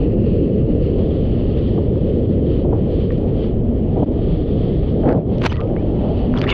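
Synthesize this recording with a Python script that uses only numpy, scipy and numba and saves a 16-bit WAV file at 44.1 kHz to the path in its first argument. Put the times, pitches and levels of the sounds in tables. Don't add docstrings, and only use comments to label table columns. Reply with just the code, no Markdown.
import sys
import numpy as np
from scipy import signal
from scipy.fft import rfft, irfft
from scipy.io import wavfile
from scipy.ndimage import uniform_filter1d
from numba import njit

SR = 44100
rng = np.random.default_rng(int(sys.argv[2]) if len(sys.argv) > 2 else 0)


def bounce(signal):
    frames = np.transpose(np.atleast_2d(signal))
    limited = np.clip(frames, -1, 1)
    pcm = np.round(limited * 32767).astype(np.int16)
    wavfile.write(sys.argv[1], SR, pcm)


N = 287973

WIND_LULLS = [(2.0, .019, -9), (2.27, 0.018, -4.5), (2.59, .025, -0.5), (4.054, 0.012, -21),
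              (4.45, 0.013, -4.5), (4.857, 0.02, -5.5), (5.24, 0.078, -7)]
HULL_RESPONSE = [(60, 0), (500, 0), (1500, -40)]
IMPACT_BODY = [(500, -11.5), (900, 4), (1300, -1), (1700, -2), (2700, -2), (3700, -8), (4900, -15.5),
               (6400, -40), (7500, -30.5), (9000, -73)]
IMPACT_TREBLE = [(4500, -25.5), (6000, 7.5), (7500, -9), (10500, -8), (12500, -18), (14000, -42)]


def undb(db):
    return 10 ** (np.asarray(db) / 20)


def unit(x):
    return x / np.sqrt(np.mean(x ** 2))


def curves(table):
    times, *columns = np.transpose(table)
    return [np.interp(np.arange(N) / SR, times, column) for column in columns]


def bumps(table):
    t = np.arange(N) / SR
    return sum(db * np.exp(-((t - centre) / (length / 2)) ** 2) for centre, length, db in table)


def colour(x, spectrum):
    hz, db = np.transpose(spectrum)
    f = np.maximum(np.fft.rfftfreq(len(x), 1 / SR), 1)
    gain = undb(np.interp(np.log(f), np.log(hz), db, left=-90, right=-120))
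    return irfft(rfft(x) * gain, len(x))


@njit
def resonator(x, hz, width_hz):
    y, band_state, low_state = np.empty(len(x)), 0., 0.
    for i in range(len(x)):
        g, damping = np.tan(np.pi * hz[i] / SR), width_hz / hz[i]
        band = (band_state + g * (x[i] - low_state)) / (1 + g * (g + damping))
        band_state = 2 * band - band_state
        low_state += 2 * g * band
        y[i] = damping * band
    return y


def flicker(rate_hz):
    hold = int(SR / rate_hz)
    held = np.repeat(rng.standard_normal(N // 50)[:N // hold + 1], hold)
    return unit(uniform_filter1d(uniform_filter1d(held, hold), hold)[:N])


def eddies(spectrum, flicker_db, rate_hz):
    coloured = rfft(colour(rng.standard_normal(N), spectrum))
    half_octaves = 2 * np.log2(np.maximum(np.fft.rfftfreq(N, 1 / SR), 1) / spectrum[0][0])
    bands = [np.clip(1 - abs(half_octaves - k), 0, 1) for k in range(8)]
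    return unit(sum(irfft(coloured * band, N) * undb(flicker_db * flicker(rate_hz)) for band in bands))


def swells(table):
    out, lead = np.zeros(N + SR), 4000
    noises = rng.standard_normal((len(table), SR))
    for (start, length, first_hz, last_hz, width_hz, db), noise in zip(table, noises):
        i, n = int(start * SR), int(length * SR)
        hz = np.interp(np.arange(-lead, n), [0, n], [first_hz, last_hz])
        band = resonator(noise[:lead + n], hz, 1.2 * width_hz)
        for _ in range(3):
            band = resonator(band, hz, 2.2 * width_hz)
        out[i:i + n] += undb(db) * unit(band[lead:]) * np.sqrt(np.hanning(n))
    return out[:N]


def wind():
    levels = [(0, -16, 0, -23), (.5, -17, 3, -23), (1.3, -17.5, 0.5, -20), (2.2, -16.5, 2.5, -20.5),
              (3.1, -17.5, 0, -20.5), (3.7, -18.5, -1.5, -17.5), (4.8, -18, 1.5, -19), (5.4, -19, 2, -15),
              (5.7, -19.5, 2, -12), (6.53, -18.5, 0.5, -11.5)]
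    gusts = [(0.0, 0.12, 6), (1.0, 0.062, 7), (2.05, 0.14, -0.5), (2.74, 0.11, 5.5), (3.27, 0.11, 6),
             (4.0, 0.11, 8.5), (4.25, 0.22, 2), (5.1, 0.2, 12.5), (6.06, .14, 5.5)]
    smothers = [(5.49, 0.05, -11), (5.57, 0.08, -8.5), (6.5, 0.048, -3)]
    rumble_spectrum = [(15, -10), (32, -4), (65, -2), (110, -3.5), (160, -18), (220, -57.5)]  # f/Hz, level/dB
    roar_spectrum = [(100, -3.5), (150, 2), (240, -1), (460, -3.5), (560, -11), (700, -32.5), (900, -95.5)]  # f/Hz, level/dB
    edge_spectrum = [(450, -20.5), (600, 6), (800, -6.5), (1000, -17.5), (1400, -29), (2200, -48),
                     (3500, -84)]
    rumble_db, roar_db, edge_db = curves(levels)
    gust_db, smother_db = bumps(gusts), bumps(smothers)
    rumble = eddies(rumble_spectrum, flicker_db=0.59, rate_hz=18)
    rumble *= undb(0.12 * gust_db - 0.18 * smother_db)
    roar = undb(roar_db + 0.26 * gust_db + smother_db) * eddies(roar_spectrum, flicker_db=1, rate_hz=13)
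    edge = undb(edge_db + gust_db + smother_db) * eddies(edge_spectrum, flicker_db=1.7, rate_hz=25)
    return (rumble + roar + edge) * undb(rumble_db + bumps(WIND_LULLS))


def wash():
    main_levels = [(0, -47.5), (.17, -58), (.27, -49.5), (.79, -56), (.81, -49.5), (1.1, -51.5), (1.5, -49),
                   (1.78, -51), (1.86, -55.5), (2.3, -53.5), (2.42, -58), (2.47, -51), (2.64, -51),
                   (2.68, -59.5), (2.87, -57), (2.91, -49), (3.03, -49), (3.25, -57), (3.32, -55),
                   (3.44, -49), (3.51, -55), (3.56, -61), (3.9, -58.5), (4.0, -55), (4.1, -58.5),
                   (4.18, -52.5), (4.4, -49), (5.05, -53.5), (5.24, -64.5), (5.35, -50.5), (5.62, -59.5),
                   (5.95, -54.5), (6.2, -47.5), (6.53, -63.5)]
    port_centres = [(0, 2807), (.85, 2895), (1.1, 3141), (1.4, 2968), (1.7, 3129), (3.9, 3069), (4.5, 3203),
                    (5.4, 3137), (6.53, 2948)]
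    port_roll_off = [(10, 0), (5000, 0), (8000, -15), (20000, -40)]  # f/Hz, gain/dB
    bed_spectrum = [(700, -38), (950, -4.5), (1200, -1), (1560, -10.5), (1870, -5), (2150, -8),
                    (2600, -7.5), (3600, -23), (5000, -26.5), (6000, -32), (7500, -52.5)]
    top_spectrum = [(3500, -24), (3800, -5), (4300, 0.5), (4650, -2), (4950, -21), (5500, -28.5)]
    fizz_spectrum = [(6000, -31.5), (7000, -4), (9000, 0), (11500, -1.5), (13000, -23)]
    fizz_levels = [(0, -104), (.45, -101), (.8, -92), (1.4, -89), (2.05, -88), (2.3, -100), (3.2, -88),
                   (3.6, -104), (5.0, -102), (6.53, -102)]
    main_db, = curves(main_levels)
    port_hz, = curves(port_centres)
    fizz_db, = curves(fizz_levels)
    bed = undb(-26 + main_db / 2) * eddies(bed_spectrum, flicker_db=0.97, rate_hz=27)
    main = resonator(rng.standard_normal(N), port_hz, width_hz=720.)
    main = unit(resonator(main, port_hz, width_hz=800.))
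    main = undb(main_db) * colour(main, port_roll_off)
    top_db = -67.5 + 1.3 * (main_db + 54)
    top = undb(top_db) * unit(colour(rng.standard_normal(N), top_spectrum))
    fizz = undb(fizz_db + 4 * flicker(rate_hz=12)) * unit(colour(rng.standard_normal(N), fizz_spectrum))
    return undb(1.3 * flicker(rate_hz=40) + 0.41 * bumps(WIND_LULLS)) * (bed + main + top + fizz)


def engine_drone():
    notes = [(0, .5, 215, 190, -19), (3.4, .65, 245, 215, -21), (4.2, .3, 150, 145, -21),
             (6.05, .45, 240, 255, -20)]
    width_hz = 45.
    return colour(swells([(*glide, width_hz, db) for *glide, db in notes]), HULL_RESPONSE)


def plops():
    bubbles = [(1.777, 1149, 1200, 0.0436, -31), (3.105, 1842, 1850, 0.0238, -28),
               (3.105, 1150, 1170, 0.0313, -31), (5.598, 1154, 1300, 0.1758, -29),
               (5.611, 1397, 1280, 0.0024, -27), (5.765, 2050, 2800, .2, -42)]
    out, t = np.zeros(N + 4096), np.arange(4096) / SR
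    onset = 1 - np.exp(-(t / .0005) ** 2)
    for start, first_hz, last_hz, ring, db in bubbles:
        hz = last_hz + (first_hz - last_hz) * np.exp(-t / (ring / 4))
        i = int(start * SR)
        out[i:i + 4096] += undb(db - 60 * t / ring) * onset * np.sin(2 * np.pi * np.cumsum(hz) / SR)
    return out[:N]


def hull_slaps():
    slaps = [(1.778, 0.018, -27), (2.64, .025, -24), (2.721, 0.02, -20.5), (2.745, 0.023, -25.5),
             (3.958, .035, -24), (3.999, 0.013, -26.5), (4.02, .022, -18), (5.03, .11, -18),
             (5.13, .06, -24.5), (5.441, 0.03, -19.5)]
    shield = [(200, -4.5), (400, 13.5), (800, -3), (1100, -13.5), (1600, -18.5), (2500, -48), (4000, -71)]
    burst_hz, burst_width_hz = 711, 510.
    thump_hz, thump_width_hz = 242.3, 260.
    bursts = swells([(start, length, burst_hz, burst_hz, burst_width_hz, db)
                     for start, length, db in slaps])
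    thumps = swells([(start, length, thump_hz, thump_hz, thump_width_hz, min(db + 12.5, -12.5))
                     for start, length, db in slaps])
    return colour(bursts, shield) + colour(thumps, HULL_RESPONSE)


def drops():
    impacts = [(1.957, -33, 1301, -18.5), (3.1048, -33.5, 2700, -30), (3.1221, -31, 2300, -11),
               (3.18, -36, 3000, -6.5), (5.036, -29, 1500, -30), (5.056, -28, 1500, -30),
               (5.063, -26, 1601, -30), (5.077, -31, 1898, -18.5), (5.089, -24, 2389, -16.5),
               (5.092, -16, 1546, -26.5), (5.102, -32, 2489, -12), (5.1135, -33, 1902, -11),
               (5.118, -27.5, 1500, -26), (5.128, -22.5, 1485, -17), (5.137, -31.5, 1496, -22.5),
               (5.149, -29, 1294, -25.5), (5.3832, -30.5, 3120, -4.5), (5.3931, -41.5, 3353, -5),
               (5.4164, -23.5, 1400, -9), (5.4199, -15, 3110, -26), (5.441, -15.5, 1411, -9.5),
               (5.4514, -11.5, 1440, -19), (5.463, -13, 2307, -4), (5.466, -6, 2058, -17.5),
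               (5.522, -19.5, 1198, -22.5), (5.5275, -21, 2600, -9), (5.533, -28, 3000, -12),
               (5.558, -25.5, 2900, -19.5), (5.5685, -23, 3200, -16), (5.6055, -26, 3500, -12),
               (5.6122, -23, 2600, -22), (5.675, -36.5, 2520, -13), (5.701, -34.5, 1450, -16.5),
               (5.634, -40, 3000, -8), (5.7648, -22.5, 1720, -32.5), (6.34, -16.5, 1416, -30),
               (6.3655, -29, 2504, -10), (6.376, -28, 3400, -3.5), (6.384, -28.5, 1787, -2),
               (6.387, -29.5, 4500, 3.5), (6.3934, -29, 4300, -3), (6.413, -29.5, 2400, -6.5),
               (6.416, -11.5, 2592, -9.5), (6.4265, -21, 2593, -16), (6.441, -23.5, 1700, -21),
               (6.449, -26.5, 2000, -17.5), (6.477, -19.5, 1844, -20.5), (6.486, -17.5, 2760, -23),
               (6.492, -9.5, 2623, -17.5), (6.503, -9.5, 3190, -6.5), (6.519, -16, 2200, -25.5),
               (6.526, -17, 2401, -26)]
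    tick_spectrum = [(2000, -30.5), (3000, -3), (4600, -7), (6000, -19.5), (7000, -42)]
    decay_cycles, tick_decay_s = 0.87, 0.00072
    out, t = np.zeros(N + 2048), np.arange(-256, 1792) / SR
    age = np.maximum(t, 0)
    for start, db, hz, tick_db in impacts:
        knock = colour(np.sin(2 * np.pi * hz * age) * np.exp(-age * hz / decay_cycles), IMPACT_BODY)
        burst = rng.standard_normal(2048) * np.exp(-age / tick_decay_s) * (t >= 0)
        tick, sizzle = colour(burst, tick_spectrum), colour(burst, IMPACT_TREBLE)
        i = int(start * SR) - 256
        for part, part_db in (knock, 0), (tick, tick_db), (sizzle, tick_db - 24):
            out[i:i + 2048] += undb(db + part_db) * part / abs(part).max()
    return out[:N]


def gurgles():
    resonances = [(5.49, .028, 3000, 2900, 400, -38), (5.482, .032, 6100, 6000, 230, -54),
                  (5.508, .012, 4500, 5200, 230, -48), (5.516, .016, 900, 1100, 500, -31),
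                  (5.528, .045, 4300, 4300, 400, -55), (5.526, .032, 1950, 1950, 110, -43),
                  (5.525, .11, 1100, 1000, 400, -41), (5.568, .035, 1950, 1950, 100, -44),
                  (5.585, .04, 1150, 1300, 250, -39), (6.352, .012, 1400, 1500, 250, -39),
                  (6.372, .008, 3200, 3300, 350, -32), (6.39, .006, 4500, 4800, 500, -38),
                  (6.401, .008, 4500, 4500, 230, -43), (6.428, .025, 3600, 3400, 230, -41),
                  (6.435, .012, 1200, 1300, 200, -31), (6.462, .011, 1800, 1950, 300, -30),
                  (6.48, .011, 1150, 1250, 150, -26), (6.497, .025, 6500, 6800, 230, -51),
                  (6.476, .022, 2700, 2900, 300, -30), (6.486, .026, 2600, 3200, 600, -23),
                  (6.506, .03, 2900, 2600, 200, -25), (6.506, .03, 2300, 2100, 200, -25),
                  (6.505, .03, 3600, 3400, 230, -33), (6.342, .07, 1000, 1100, 600, -33),
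                  (6.422, .04, 1700, 1300, 1000, -32), (6.512, .03, 1300, 1100, 600, -31),
                  (5.058, .085, 1300, 1300, 800, -37), (6.465, .04, 1900, 2100, 500, -34)]
    return swells(resonances)


def spray():
    sheets = [(5.464, 0.04419, 0.017, -18, -26.5), (5.525, 0.043, 0.015, -31, -32),
              (5.55, .05, 0.13, -51, -40), (6.37, 0.065, 0.083, -39.5, -44),
              (6.426, 0.02, .04, -36.5, -51.5), (6.497, 0.035, 0.06, -26, -40)]
    droplets_per_s, span_db = 4000, 25
    t = np.arange(N) / SR
    chance, size = rng.random((2, N))
    droplets = (chance < droplets_per_s / SR) * undb(-2.5 * np.log(size)) * rng.standard_normal(N)
    body, treble = np.zeros(N), np.zeros(N)
    for peak, rise, fall, db, treble_db in sheets:
        envelope = undb(db - span_db * np.maximum((peak - t) / rise, (t - peak) / fall))
        body += envelope
        treble += envelope * undb(treble_db)
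    return body * unit(colour(droplets, IMPACT_BODY)) + treble * unit(colour(droplets, IMPACT_TREBLE))


def scene():
    return (wind() + wash() + engine_drone() + plops() + hull_slaps() + drops() + gurgles() + spray())[None]


@njit
def compressor_gain(x, threshold, ratio, attack, release):
    gain, envelope = np.empty(len(x)), threshold
    for i in range(len(x)):
        envelope += (abs(x[i]) - envelope) * (attack if abs(x[i]) > envelope else release)
        gain[i] = min(1., threshold / envelope) ** (1 - 1 / ratio)
    return gain


def record(dry):
    ceiling, cutoff_hz = .7, 14200
    dry = dry * signal.windows.tukey(N, .0008)
    bass = colour(dry[0], [(10, 0), (700, 0), (1100, -60)])
    gain = compressor_gain(bass, threshold=0.21212, ratio=1.767, attack=0.01, release=0.002)
    gain = uniform_filter1d(uniform_filter1d(gain, size=301, origin=-90), size=201)
    self_noise = undb(-107) * rng.standard_normal(dry.shape)
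    even = undb(-1) * bass * gain + (dry - bass) + self_noise
    rounded = even / (1 + (even / ceiling) ** 8) ** (1 / 8)
    return signal.sosfilt(signal.ellip(8, .2, 70, cutoff_hz, fs=SR, output="sos"), rounded)


dry = scene()
out = record(dry)
bounce(out)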